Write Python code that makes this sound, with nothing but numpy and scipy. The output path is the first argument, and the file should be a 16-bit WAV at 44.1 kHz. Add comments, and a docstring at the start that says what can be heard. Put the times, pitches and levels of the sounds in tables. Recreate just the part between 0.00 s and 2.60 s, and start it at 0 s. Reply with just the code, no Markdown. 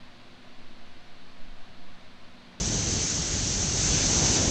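"""Distant road traffic heard from a covered outdoor space, about 2.6 seconds long.
From start to end: a smooth hiss of tyres (shaped noise) over a low hum of mains and distant machinery
(wavering sines). A light gust presses on the microphone as a slow sub-bass sway (even-swinging low
noise), building after half a second. Just past 1.4 s comes one sharp buffet (a bell-shaped push), as the
gust nears its peak; a weaker swell follows at 1.84 s and the gust has almost died away by the end."""
import sys
import numpy as np
from scipy import signal
from scipy.fft import rfft, irfft, next_fast_len
from scipy.io import wavfile

SR = 44100
rng = np.random.default_rng(int(sys.argv[2]) if len(sys.argv) > 2 else 0)


def unload_wav(signal):
    """Save mono or channel-first audio to the path in sys.argv[1] as 16-bit WAV at rate SR, clipped to [-1, 1]."""
    wavfile.write(
        sys.argv[1],
        SR,
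        np.round(np.clip(np.atleast_2d(signal).T, -1, 1) * 32767).astype(np.int16),
    )


N = 114660  # length in samples

# Tone colour of the tyre and road roar. Each row: frequency in Hz, relative level in dB per Hz.
ROAR_SPECTRUM = [(20, -10), (32, -10), (45, -5), (54, -5.5), (79, -3), (107, -6.5), (150, -8), (175, -6.5),
                 (205, -4), (245, -6.5), (287, -8.5), (343, -9.5), (426, -13.5), (560, -9.5), (725, -9),
                 (848, -12), (1030, -10), (1310, -13.5), (1440, -11.5), (2200, -13.5), (3200, -15),
                 (3700, -14.5), (4400, -15.5), (4800, -20.5), (5300, -24.5), (6200, -27.5), (7000, -32.5),
                 (8000, -35.5), (9800, -40), (10800, -45.5), (12400, -49), (16000, -53)]
# Loudness of the whole roar. Each row: time in seconds, rms level in dB.
ROAR_LEVEL = [(0, -52.5), (1.3, -52.5), (2.6, -52.5)]
# Tones in the hum. Each row: start pitch in Hz, end pitch in Hz, width of the waver in Hz,
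# steady share of the power from 0 to 1.
HUM_TONES = [(92.5, 95.5, 4, .6), (120, 120, 2, .85), (184.8, 184.4, 3, .9), (223.8, 223.2, 4, .6),
             (240.2, 240.2, 2, .92), (255.8, 256.2, 2, .92), (345.5, 350, 4, .6), (395, 391.5, 5, .4),
             (480.4, 480.4, 3, .5), (620, 630, 30, .1), (706.5, 715.5, 8, .65)]
# Loudness of each hum tone, in the same order. Each row: level in dB at five evenly spaced moments.
HUM_LEVELS = [(-68, -74, -72, -68.5, -70.5), (-64.5, -70.5, -72, -70, -81), (-70, -69.5, -64.5, -61.5, -60),
              (-75, -76, -71.5, -71, -71), (-62, -61.5, -65, -66.5, -61), (-61.5, -62.5, -64.5, -70, -60.5),
              (-71, -70.5, -72.5, -76, -70), (-78, -74, -78, -76, -71), (-81, -76.5, -76.5, -80.5, -81),
              (-70.5, -71.5, -71.5, -68.5, -73), (-69.5, -69.5, -65.5, -69, -73)]
# Strength of the gust on the microphone. Each row: time in seconds, rms level of the sway in dB.
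GUST = [(0, -42.5), (.4, -49), (.66, -34), (.9, -39), (1.2, -38), (1.4, -41), (1.49, -24), (1.6, -31.5),
        (1.7, -43), (1.84, -32), (2.05, -40), (2.25, -41), (2.6, -57.5)]

ROAR_PATCHY_DB, ROAR_PATCH_HZ = 0.26, 18  # rms depth and top speed of the swelling in each band
GUST_LOW_HZ, GUST_HIGH_HZ = 2.16, 7.56  # edges of the sway
SWAY_EVENNESS = 0.78  # 0 free noise, 1 swings of nearly equal height
GUST_TAIL_HZ, GUST_TAIL_DB = 15, -14  # top of the faster flutter, its level under the sway at the gust's peak
BUFFET_S, BUFFET_DB, BUFFET_WIDTH_S = 1.425, -26, .017  # centre, peak level, standard deviation
FADE_IN_S, CUTOFF_HZ = .002, 15700


def amp(db):
    """Decibels to gain."""
    return 10 ** (np.asarray(db) / 20)


def rms_one(x):
    """Scale to rms 1."""
    return x / np.sqrt(np.mean(x ** 2) + 1e-30)


def in_time(rows):
    """A table of times and values, read at every sample."""
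    seconds, value = np.transpose(rows)
    return np.interp(np.arange(N) / SR, seconds, value)


def coloured(gain_at):
    """White noise shaped by the gain curve gain_at(hz)."""
    size = next_fast_len(N)
    hz = np.maximum(np.arange(size // 2 + 1) * SR / size, .1)  # keeps 1 / hz finite
    return irfft(rfft(rng.standard_normal(size)) * gain_at(hz), size)[:N]


def low_pass(hz, corner_hz, order):
    """Gain of a smooth low-pass; fed with 1 / hz and 1 / corner it becomes a high-pass."""
    return 1 / np.sqrt(1 + (hz / corner_hz) ** (2 * order))


def roar():
    """Tyre and road noise: overlapping octave-spaced bands, each swelling slightly on its own."""
    table_hz, table_db = np.transpose(ROAR_SPECTRUM)
    total = 0
    for centre in 32 * 2. ** np.arange(10):
        def band_gain(hz):
            """Roar spectrum seen through a window reaching one octave either side of the centre."""
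            octaves_away = np.clip(np.log2(hz / centre), -1, 1)
            colour = amp(np.interp(np.log(hz), np.log(table_hz), table_db))
            return colour * np.cos(np.pi / 2 * octaves_away)

        band = coloured(band_gain)
        swell = rms_one(coloured(lambda hz: low_pass(hz, ROAR_PATCH_HZ, order=2)))
        total = total + band * amp(ROAR_PATCHY_DB * swell)
    return amp(in_time(ROAR_LEVEL)) * rms_one(total)


def hum():
    """Low hum: sines, some gliding, each blended with a narrow band of noise that makes it waver."""
    t = np.arange(N) / SR
    total = 0
    for (start_hz, end_hz, width_hz, steady), levels_db in zip(HUM_TONES, HUM_LEVELS):
        glide = (end_hz - start_hz) * t ** 2 / (2 * t[-1])
        turns = start_hz * t + glide + rng.random()  # phase in cycles, random start
        waver_x, waver_y = [rms_one(coloured(lambda hz: low_pass(hz, width_hz / 2, order=2)))
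                            for _ in "xy"]
        # a fixed carrier plus one that wanders in both strength and phase
        carrier = np.sqrt(2 * steady) + np.sqrt(1 - steady) * (waver_x + 1j * waver_y)
        tone = (carrier * np.exp(2j * np.pi * turns)).real
        level_db = np.interp(t, np.linspace(0, t[-1], len(levels_db)), levels_db)
        total = total + amp(level_db) * tone
    return total


def wind():
    """Gust pressure on the microphone: a slow sway, with faster flutter that rises more steeply."""
    gust_db = in_time(GUST)
    sway = rms_one(coloured(lambda hz: low_pass(hz, GUST_HIGH_HZ, order=3)
                            * low_pass(1 / hz, 1 / GUST_LOW_HZ, order=1)))
    # dividing by the envelope evens out the swings
    envelope = np.abs(signal.hilbert(sway))
    sway = sway / (envelope + 0.15) ** SWAY_EVENNESS
    smoother = signal.butter(2, 2 * GUST_HIGH_HZ, fs=SR, output="sos")
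    sway = rms_one(signal.sosfiltfilt(smoother, sway))
    flutter = rms_one(coloured(lambda hz: low_pass(hz, GUST_TAIL_HZ, order=3)
                               * low_pass(1 / hz, 1 / GUST_HIGH_HZ, order=1)))
    # 1.3 dB of flutter for each dB of gust
    flutter_db = GUST_TAIL_DB + 1.3 * gust_db - .3 * gust_db.max()
    return amp(gust_db) * sway + amp(flutter_db) * flutter


def buffet():
    """One sharp push of air: a short bell-shaped pulse of pressure."""
    widths_away = (np.arange(N) / SR - BUFFET_S) / BUFFET_WIDTH_S
    return amp(BUFFET_DB) * np.exp(-.5 * widths_away ** 2)


def scene():
    """Roar, hum, wind and buffet summed at one microphone."""
    return (roar() + hum() + wind() + buffet())[None]


def record(dry):
    """A very short fade-in, then a steep cut of the extreme treble."""
    fade = np.sin(np.pi / 2 * np.minimum(np.arange(N) / SR / FADE_IN_S, 1)) ** 2
    treble_cut = signal.ellip(12, .5, 60, CUTOFF_HZ, fs=SR, output="sos")  # .5 dB ripple, 60 dB down
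    return signal.sosfilt(treble_cut, dry * fade)


dry = scene()
out = record(dry)
unload_wav(out)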